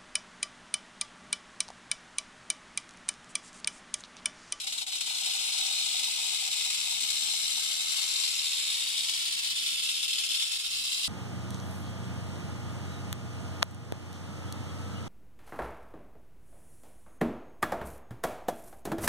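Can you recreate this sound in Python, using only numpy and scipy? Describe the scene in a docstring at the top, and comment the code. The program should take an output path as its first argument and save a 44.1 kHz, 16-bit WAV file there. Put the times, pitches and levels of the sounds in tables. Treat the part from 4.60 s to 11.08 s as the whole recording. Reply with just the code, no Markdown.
"""A dry, sputtering buzz over quiet room noise: a rattlesnake shakes its tail in a small enclosure.
Each half swing throws the loose horn segments together in a spray of impacts that excite their
resonances; the shake comes in spurts, each after a brief hitch. The hard walls add echoes and standing
waves, which shift as the snake moves and rears up, still rattling. Until it has reared, the tail also
knocks softly on something hollow, whose low modes ring and die away."""
import sys
import numpy as np
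from scipy import signal
from scipy.fft import rfft, irfft, next_fast_len
from scipy.io import wavfile
from scipy.ndimage import uniform_filter1d

SR = 44100
rng = np.random.default_rng(int(sys.argv[2]) if len(sys.argv) > 2 else 0)


def to_wav(s):
    """Save 16-bit WAV."""
    ch = np.atleast_2d(s).T  # columns
    pcm = np.round(np.clip(ch, -1, 1) * 32767)  # PCM
    wavfile.write(sys.argv[1], SR, pcm.astype(np.int16))


N = 285765
TIME = np.arange(N) / SR

# how closely the clicks follow the strokes of the tail: (time [s], share in step [0-1])
IN_STEP = [(0, .55), (1.2, .4), (2, .75), (2.6, .88), (3.5, .92), (4.2, .65), (5, .62), (6.4, .55)]
# the rise of the body: (time [s], posture [0 lying, 1 reared])
POSTURE = [(0, 0.012), (3.1, 0.017), (3.6, 0.13), (4, 0.47), (4.8, 0.82), (6.4, 1)]
# the segments hitch, swinging together, then crash on:
# (time [s], hitch length [s], hitch level [dB], spurt length [s], spurt level [dB])
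SPURTS = [(0.035, 0.014, -7, 0.015, 0), (0.067, 0.025, -8, 0.022, 5.5), (0.123, 0.035, -4, 0.02, 5.5),
          (0.179, 0.035, -3.5, 0.018, 5), (0.213, 0.012, -2, 0.016, 4), (0.265, 0.037, -15, 0.02, 2),
          (0.321, 0.035, -3.5, 0.022, 5), (0.352, 0.01, -2, 0.022, 5), (0.406, 0.04, -4.5, 0.02, 8),
          (0.465, 0.04, -2, 0.018, 4.5), (0.545, 0.02, -1.5, 0.015, 3.5), (0.605, 0.014, -1.0, 0.015, 3.0),
          (0.659, 0.012, -1.5, 0.025, 5), (0.73, 0.008, -1.5, 0.04, 2.0), (0.79, 0.035, -2.5, 0.04, 1.5),
          (0.921, 0.014, -3, 0.015, 1), (0.977, 0.022, -1.0, 0.018, 2.5), (1.005, 0.008, -1, 0.014, 2.5),
          (1.187, 0.035, -0.5, 0.02, 2.0), (1.207, 0.006, -1, 0.01, 4), (1.396, 0.008, 0.0, 0.015, 4.5),
          (1.43, 0.014, -3.5, 0.02, 2.5), (1.56, 0.035, -2, 0.02, 1.5), (1.787, 0.022, -2.5, 0.025, 1.5),
          (1.909, 0.035, -3.0, 0.04, 1.0), (2.009, 0.014, -0.5, 0.015, 3.0), (2.1, 0.035, -1.5, 0.025, 2.5),
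          (2.142, 0.014, -1.5, 0.015, 3.0), (2.402, 0.022, -3.0, 0.065, 1.5),
          (2.502, 0.008, -1.5, 0.015, 4.5), (2.608, 0.014, -4.0, 0.065, 1.0),
          (3.192, 0.035, -2.0, 0.065, 1.0), (3.258, 0.035, -3.0, 0.015, 0.0), (3.32, 0.008, -1.5, 0.012, 3),
          (3.359, 0.008, -1.5, 0.065, 2), (3.412, 0.008, -3, 0.02, 2), (3.633, 0.008, 0.0, 0.025, 2.5),
          (3.677, 0.014, -1.5, 0.015, 3.0), (4.097, 0.008, -1.0, 0.065, 1.5), (4.372, 0.02, -1, 0.016, 3),
          (4.481, 0.035, -1.0, 0.04, 2.5), (4.72, 0.035, -1.5, 0.025, 1.5), (4.766, 0.014, -5.5, 0.04, 2.0),
          (4.822, 0.022, -5, 0.065, 1.5), (4.899, 0.022, -3.0, 0.025, 2.0),
          (4.955, 0.035, -3.5, 0.025, 0.5), (5.06, 0.008, 0.0, 0.04, 2.5), (5.171, 0.022, -3.5, 0.025, 0.5),
          (5.224, 0.022, -4.5, 0.03, 3), (5.287, 0.01, -1.5, 0.04, 4), (5.335, 0.022, -3.5, 0.065, 0.5),
          (5.424, 0.04, -3, 0.05, 2.5), (5.478, 0.022, -6, 0.04, 1.0), (5.576, 0.022, -1.5, 0.04, 2.0),
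          (5.634, 0.022, -2.0, 0.04, 1.5), (5.687, 0.022, -5.0, 0.065, 1.5),
          (5.743, 0.014, -0.5, 0.04, 2.5), (5.794, 0.022, -2.5, 0.025, 2.0), (5.819, 0.008, -1, 0.025, 4.5),
          (5.91, 0.035, -4.0, 0.065, 1.0), (5.99, 0.022, -3.5, 0.025, 2.0),
          (6.042, 0.035, -4.0, 0.025, 1.0), (6.105, 0.035, -5.0, 0.04, 0.5),
          (6.237, 0.035, -2.0, 0.065, 0.5), (6.316, 0.014, -2.5, 0.04, 2.0), (6.429, 0.008, 0.0, 0.04, 3.0)]
# resonances of the hollow horn segments: (frequency [Hz], bandwidth [Hz], unevenness [0-1])
SHELL_MODES = [(2700, 200, .3), (3150, 200, .35), (4100, 400, .33), (5610, 160, .55), (7500, 500, .42),
               (9500, 1800, .17)]
# spectral envelope of the rattle, snake lying: (frequency [Hz], left gain [dB], right gain [dB])
LYING_SPECTRUM = [(465, -32, -33.5), (1070, -20.5, -16.5), (1350, -16.5, -13), (1815, -16, -20),
                  (2140, -5.5, -7.5), (2870, -0.5, -5.5), (4000, 0, -2), (4700, -1.5, -4.5),
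                  (5460, -2.5, -11.5), (6400, -6, -7.5), (7640, -2, -9.5), (8840, -6.5, -14.5),
                  (9540, -3.5, -10.5), (11440, -24, -10), (12100, -16, -20), (13600, -18.5, -16.5),
                  (15000, -31.5, -23)]
# the same, snake reared: (frequency [Hz], left gain [dB], right gain [dB])
REARED_SPECTRUM = [(530, -30, -36.5), (1010, -19, -19.5), (1250, -22, -20), (1580, -24, -20.5),
                   (2260, -6.5, -10), (2710, -5, 0.5), (3500, 2, -3), (4640, -0.5, -1), (5540, -4, -5),
                   (6050, -8.5, -13), (7600, -1, -7), (8700, -7, -13), (9270, -2, -7), (11000, -23, -11.5),
                   (12300, -19, -21), (13600, -23, -11.5), (14600, -20, -31)]
# standing waves, snake lying: (frequency [Hz], bandwidth [Hz], left gain [dB], right gain [dB])
LYING_MODES = [(2440, 45, 4, 3), (2585, 110, 0, 6), (2865, 70, -6, 6), (2930, 45, 5, 2), (3072, 45, 5, 2),
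               (3340, 45, 1, 6), (3468, 45, 4, 3), (3660, 45, 9, 2), (3790, 150, 2, 11), (3855, 70, 4, -2),
               (4090, 260, 3, 5), (4330, 70, 7, 0), (4825, 45, 6, 0), (5080, 45, 1, 7), (5145, 70, 4, -1),
               (5385, 70, 4, 5), (5600, 70, 8, 8), (6655, 70, 6, -1), (7000, 45, -2, 7), (7345, 70, 6, -1),
               (7515, 170, 7, -1), (7775, 70, 6, 1), (7945, 45, 7, 4), (8245, 45, 7, -1), (8505, 110, 3, 3),
               (8850, 70, 3, 1), (8980, 70, 7, 3), (9690, 170, 4, 2)]
# the same, snake reared: (frequency [Hz], bandwidth [Hz], left gain [dB], right gain [dB])
REARED_MODES = [(1370, 170, 10, 2), (1700, 250, 4, 5), (2700, 110, 2, 5), (2950, 45, 2, 5),
                (3100, 70, 5, 5), (3380, 170, -3, 4), (3465, 45, 6, 3), (3575, 45, 5, 1), (3740, 120, 3, 7),
                (3940, 45, 4, 3), (5170, 170, 5, 1), (5470, 110, 7, 0), (5730, 45, 4, 3), (6785, 110, 3, 1),
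                (8960, 170, 5, 0)]
# path of the tail, each step with a new echo pattern: (time [s], distance [steps])
TAIL_TRAVEL = [(0, 0), (2.2, 1), (3.2, 2), (6.4, 8)]
# lag of the direct sound at the right ear, for each part of the rattle: (delay [samples])
EAR_LAGS = [13, 16]
# the strongest resonance, sliding as the body moves: (time [s], frequency [Hz], added gain [factor])
SLIDING_MODE = [(0, 3900, .15), (.7, 4000, .15), (1.3, 3700, .2), (1.55, 3750, .05), (2.5, 3750, .05),
                (3.2, 3700, .05), (3.7, 3600, .25), (4.1, 3600, .7), (4.3, 3660, .6), (4.55, 3380, .4),
                (4.8, 3700, .4), (5.1, 3530, 1.15), (5.45, 3540, .95), (5.85, 3530, 1.2), (6, 3700, 0),
                (6.2, 3880, .6), (6.45, 3960, .8)]
# resonances that open for a while as the tail turns:
# (time [s], half length [s], frequency [Hz], bandwidth [Hz], added gain [factor])
PASSING_MODES = [(1.25, .3, 4200, 400, .2), (2.3, 1.5, 7550, 220, .25), (2.5, .9, 5610, 110, .35),
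                 (3.7, .23, 5100, 1000, .33), (4.5, .25, 4600, 900, .15), (5.45, .5, 2750, 250, .25),
                 (5.5, .5, 5200, 350, .2), (5.825, .02, 3500, 600, .4), (6.3, .12, 4700, 1500, .085)]
# spectrum of the room noise: (frequency [Hz], relative spectral density [dB])
ROOM_SPECTRUM = [(20, -7), (50, 0), (75, -16), (100, -3), (125, -12), (185, -6), (300, -7.5), (450, -13),
                 (700, -9.5), (1500, -21.5), (4000, -14), (15000, -47)]
# brief swells of a low rumble: (time [s], half length [s], boost [dB])
RUMBLE_SWELLS = [(2.32, 0.18, 10), (3.75, 0.14, 6), (6.16, 0.13, 10)]
# a faint hum, midway between its levels in the two ears: (time [s], level [dB])
HUM_LEVEL = [(0, -81), (2.1, -81.5), (2.4, -69), (3.3, -78), (3.7, -84), (4.8, -73.5), (6.48, -74)]
# the firmest knocks of the tail: (time [s], strike level [dB], upper modes against lower [dB])
FIRM_KNOCKS = [(0.044, -49, -12), (0.074, -45, -11), (0.216, -45, 2), (0.274, -46.5, -10), (0.332, -54, -5),
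               (0.414, -55, 4), (0.472, -45, 6), (0.503, -48.5, 0), (0.529, -50, 5), (0.554, -49, 3),
               (0.612, -44, -5), (0.669, -44, -4), (0.697, -48, 6), (0.747, -49, -5), (0.806, -52, -16),
               (0.838, -48, -3), (0.888, -51.5, 1), (0.944, -46, 2), (0.996, -46, -14), (1.023, -45, -11),
               (1.052, -45.5, -6), (1.079, -46, -4), (1.107, -45, -4), (1.131, -47, -7), (1.207, -46, -10),
               (1.265, -49, -4), (1.29, -50, -6), (1.344, -46, -4), (1.398, -49, -6), (1.423, -48, -4),
               (1.45, -52, 16), (1.477, -41.5, 7), (1.586, -46, 0), (1.615, -55, 12), (1.642, -44, 5),
               (1.665, -48, -1), (1.722, -41, 6), (1.822, -46, -5), (1.852, -45, 4), (1.875, -46, -9),
               (2.061, -44.5, 2), (2.273, -45.5, 4), (2.32, -43, 6), (2.369, -48, -9), (2.681, -46, 4),
               (2.735, -48, 7), (2.972, -41.5, 8), (3.382, -49, 1), (3.433, -52, -7), (4.19, -49, 6)]
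# modes of the hollow object: (frequency [Hz], gain [dB], T60 [s], phase between the ears [rad])
HOLLOW_MODES = [(582, -9.5, 0.086, 0.6), (698, -7.5, 0.07, 1.5), (772, 3.5, 0.11, 1.74),
                (830, 1.5, 0.06, 1.26), (932, 7.5, 0.076, 2.33), (1200, -23, 0.055, 2)]

START_DB, HOLD_DB = -34, -30.5  # base strength of the shake before and after its opening swell


def gain_of(db):
    """Amplitude ratio: tenfold for every 20 dB."""
    return 10 ** (np.asarray(db) / 20)


def unit_rms(x):
    """Normalisation to a mean power of 1."""
    return x / np.sqrt(np.mean(x ** 2) + 1e-20)


def curve(rows, column=1):
    """Linear interpolation of a time table at every sample."""
    rows = np.array(rows)
    return np.interp(TIME, rows[:, 0], rows[:, column])


def spectrum_db(points, hz):
    """Interpolation of a spectrum table on a logarithmic frequency axis."""
    f, *columns = np.transpose(points)
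    return np.array([np.interp(np.log(hz + 1), np.log(f + 1), c) for c in columns])


def bump(s, half_length):
    """Gaussian pulse of height 1 around the time s."""
    return np.exp(-np.minimum(((TIME - s) / half_length) ** 2, 20))


def wander(top_hz, count=24):
    """Superposed sines of random phase give a smooth drift of rms 1."""
    hz = np.geomspace(top_hz / 10, top_hz, count)[:, None]
    t = TIME[::100]
    sines = np.sin(2 * np.pi * (hz * t + rng.random((count, 1))))
    return unit_rms(np.interp(TIME, t, sines.sum(0)))


def filtered(x, response):
    """Linear filtering: the spectrum is multiplied by a frequency response."""
    size = next_fast_len(N + 4096)
    return irfft(rfft(x, size) * response(np.fft.rfftfreq(size, 1 / SR)), size)[..., :N]


def band_noise(hz, width):
    """White noise through a Lorentzian band, at rms 1."""
    return unit_rms(filtered(rng.standard_normal(N), lambda f: 1 / (1 + ((f - hz) / width * 2) ** 2)))


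def resonance(x, hz, width):
    """Forced response of a damped oscillator with peak gain 1."""
    return signal.lfilter(*signal.iirpeak(hz, hz / width, fs=SR), x)


def by_posture(lying, reared):
    """Linear blend between two values as the snake rears."""
    return lying + (reared - lying) * curve(POSTURE)


def segment_clicks(strokes_per_s=76.6, base_clicks_per_s=8500, spread_db=.8, stroke_db=.3):
    """Shot noise: the segments collide at random, most densely just after each turn of the tail."""
    pace = strokes_per_s * (1 + .03 * wander(top_hz=2.5))
    strokes = np.cumsum(pace) / SR
    strokes += .07 * np.cos(np.pi * strokes)  # the swings out and back differ in length
    strokes += .035 * wander(top_hz=30)  # strokes land a little early or late
    phase, in_step = strokes % 1, np.clip(curve(IN_STEP), 0, 1)
    burst = (1 - np.exp(-(phase / .033) ** 2)) * np.exp(-phase / .41)
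    activity = 1 - in_step + in_step * burst / burst.mean()
    strikes = rng.random(N) < base_clicks_per_s / SR * np.sqrt(activity)
    signs = rng.choice([-1, 1], N)
    sizes = gain_of(spread_db * np.minimum(rng.exponential(1, N), np.pi)) * activity ** .25
    force_db = stroke_db * rng.standard_normal(N)[strokes.astype(int)]
    throb_db = by_posture(.3, .5) * band_noise(hz=16, width=6)  # the string of segments sways
    return unit_rms(strikes * signs * sizes * gain_of(force_db + throb_db))


def swell_db(push_db=1.15):
    """Slow envelope: the shake swells, holds, and pushes harder as the snake gathers itself to rise."""
    return np.interp(TIME, [.3, .76], [START_DB, HOLD_DB]) + push_db * bump(s=2.91, half_length=1)


def effort(reared_db=-.5, ease_db=-.5, attack_s=.0035, restart_s=.0022, lead_s=.0015, hold_share=.26):
    """Amplitude modulation: before each spurt the shake sinks, then snaps back, holds and falls away."""
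    db = swell_db() + by_posture(0, reared_db) + ease_db * bump(s=6.32, half_length=.97)
    for s, hitch_s, hitch_db, spurt_s, spurt_db in SPURTS:
        corners = np.sort([-hitch_s, -hold_share * hitch_s, -restart_s,
                           attack_s, hold_share * spurt_s, spurt_s])
        db += np.interp(TIME, s - lead_s + corners, [0, hitch_db, hitch_db, spurt_db, spurt_db, 0])
    return gain_of(db)


def horn_shells(spray):
    """Impacts excite the resonances of the hollow segments, harder in some strokes than in others."""
    for hz, width, unevenness in SHELL_MODES:
        flutter = unevenness * band_noise(hz=25, width=65)
        spray = spray + flutter * resonance(spray, hz, width)
    return spray


def standing_waves_db(envelope, modes, hz):
    """Each standing wave puts a peak or a dip on the smooth spectrum at each ear."""
    db = spectrum_db(envelope, hz)
    for mode_hz, width, left_db, right_db in modes:
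        db = db + np.array([[left_db], [right_db]]) / (1 + ((hz - mode_hz) / width * 2) ** 2)
    return db


def enclosure(reared, lag, t60_s=.036, direct_gain=.5, size=4096):
    """Impulse response at both ears: direct sound and quick wall echoes, coloured by standing waves."""
    t, hz = np.arange(size) / SR, np.fft.rfftfreq(size, 1 / SR)
    arrivals = rng.standard_normal((2, size)) * gain_of(-60 * t / t60_s)
    arrivals /= np.linalg.norm(arrivals, axis=1, keepdims=True)
    arrivals[[0, 1], [0, lag]] += direct_gain
    walls = rfft(arrivals)
    walls /= np.sqrt(uniform_filter1d(abs(walls) ** 2, size=26))  # fine ripple, no broad colour
    db = (1 - reared) * standing_waves_db(LYING_SPECTRUM, LYING_MODES, hz)
    db += reared * standing_waves_db(REARED_SPECTRUM, REARED_MODES, hz)
    log_gain = np.log(gain_of(np.hstack([db, db[:, -2:0:-1]])))
    minimum_phase = np.exp(np.conj(signal.hilbert(log_gain)))[:, :len(hz)]
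    response = irfft(walls * minimum_phase)[:, :size // 2]
    return response / np.sqrt((response ** 2).sum(1).mean())


def moving_echoes(spray):
    """Reflections depend on source position: each part of the rattle has its own, changing echoes."""
    part = rng.integers(0, len(EAR_LAGS), N)
    place, posture = curve(TAIL_TRAVEL), np.clip(curve(POSTURE), 0, 1)
    sound = np.zeros((2, N))
    for spot in range(int(place[-1]) + 1):
        near = np.sin(np.pi / 2 * np.maximum(1 - abs(place - spot), 0))  # equal-power crossfade
        reared = np.average(posture, weights=near ** 2 + 1e-12)
        first, last = np.flatnonzero(near)[[0, -1]]
        for k, lag in enumerate(EAR_LAGS):
            emitted = (spray * near * (part == k))[None, first:last]
            heard = signal.oaconvolve(emitted, enclosure(reared, lag), axes=1)
            sound[:, first:first + heard.shape[1]] += heard[:, :N - first]
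    return sound


def sliding_resonance(sound, width_hz=105, waver_share=.008):
    """A driven resonator whose tuning slides with the body and wavers with the swaying tail."""
    hz = curve(SLIDING_MODE) * (1 + waver_share * wander(top_hz=9))
    carrier = np.exp(2j * np.pi * np.cumsum(hz) / SR)
    pole = np.exp(-np.pi * width_hz / SR)
    baseband = signal.lfilter([1 - pole], [1, -pole], sound / carrier + 1e-18)
    return curve(SLIDING_MODE, column=2) * 2 * (carrier * baseband).real


def rattle(trim_db=-.5, right_over_left_db=.57, pivot_hz=4200, reared_tilt_db=.23, tilt_per_db=.035):
    """Source and filter: clicks ring shells and enclosure; a harder shake or rearing is brighter."""
    spray = horn_shells(segment_clicks() * effort())
    sound = moving_echoes(spray)
    sound += sliding_resonance(sound)
    for s, half_length, hz, width, gain in PASSING_MODES:
        sound += gain * bump(s, half_length) * resonance(sound, hz, width)
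    octave_weighted = filtered(sound, lambda f: np.log2(np.maximum(f, pivot_hz / 2) / pivot_hz))
    tilt_db = by_posture(0, reared_tilt_db) + tilt_per_db * (swell_db() - HOLD_DB)
    sound += (gain_of(tilt_db) - 1) * octave_weighted  # tilt_db is the gain an octave above the pivot
    return sound * gain_of(trim_db + np.array([[-.5], [.5]]) * right_over_left_db)


def rumble(noise, base_db=-77, wander_db=1.3, corner_hz=70):
    """Low-frequency noise under a slow modulation: it wanders in level and swells briefly."""
    db = base_db + wander_db * wander(top_hz=7)
    db += sum(boost_db * bump(s, half_length) for s, half_length, boost_db in RUMBLE_SWELLS)
    low_band = filtered(noise, lambda f: f / (1 + (f / corner_hz) ** 2) / (f + 20))
    return unit_rms(low_band) * gain_of(db)


def hum(side_db=2):
    """Narrow-band noise beats within itself and is heard as a wavering hum, louder on the left."""
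    return band_noise(hz=232, width=22) * gain_of(curve(HUM_LEVEL) + np.array([[side_db], [-side_db]]))


def room(air_db=-66, independent_gain=.93):
    """Partial coherence: dull air noise and rumble are only partly alike in both ears; a hum joins in."""
    common = rng.standard_normal((2, 1, N))
    air_noise, rumble_noise = common + independent_gain * rng.standard_normal((2, 2, N))
    air = unit_rms(filtered(air_noise, lambda f: gain_of(spectrum_db(ROOM_SPECTRUM, f))))
    return air * gain_of(air_db) + rumble(rumble_noise) + hum()


def patter(per_s=37, end_s=4.5, base_db=-56, spread_db=2.5, upper_spread_db=4,
           lift_s=1.8, fade_db_per_s=2.5):
    """A jittered impact train: light knocks, about one a swing, fade as the body lifts."""
    beats = np.arange(1, int(end_s * per_s))
    late, force, upper = rng.standard_normal((len(beats), 3)).T
    times = (beats + .12 * late) / per_s
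    db = base_db + np.interp(times, TIME, swell_db() - HOLD_DB) + spread_db * force
    db -= fade_db_per_s * np.maximum(times - lift_s, 0)
    return list(zip(times, db, upper_spread_db * upper))  # rows like FIRM_KNOCKS


def tail_knocks(right_db=-6, attack_s=.0042, lead_s=.00083, detune_share=.017, split_hz=860):
    """Free vibration: each soft blow rings damped modes, favouring the lower or the upper ones."""
    sound, t = np.zeros((2, N)), np.arange(SR // 13) / SR
    hz, mode_db, t60, right_phase = np.transpose(HOLLOW_MODES)[:, :, None]
    ear_phase = np.array([0, 1])[:, None, None] * right_phase
    onset = 1 - np.exp(-t / attack_s)
    for s, strike_db, upper_db in FIRM_KNOCKS + patter():
        detune, phase, _ = rng.standard_normal((3, len(HOLLOW_MODES), 1))
        mix_db = mode_db + np.minimum(upper_db * np.sign(hz - split_hz), 0)
        waves = np.sin(2 * np.pi * (hz * (1 + detune_share * detune) * t + phase) + ear_phase)
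        knock = (gain_of(mix_db - 60 * t / t60) * waves).sum(1) * onset
        start = max(round((s - lead_s) * SR), 0)
        sound[:, start:start + len(t)] += gain_of(strike_db) * knock[:, :N - start]
    return sound * gain_of([[0], [right_db]])


def scene():
    """Superposition: the pressures of rattle, knocks and room add."""
    return rattle() + tail_knocks() + room()


def record(dry):
    """Band limiting: a steep low-pass filter removes the highest treble."""
    low_pass = signal.firwin(511, cutoff=15250, window=("kaiser", 9), fs=SR)
    return signal.oaconvolve(dry, low_pass[None], "same")


dry = scene()
out = record(dry)
to_wav(out)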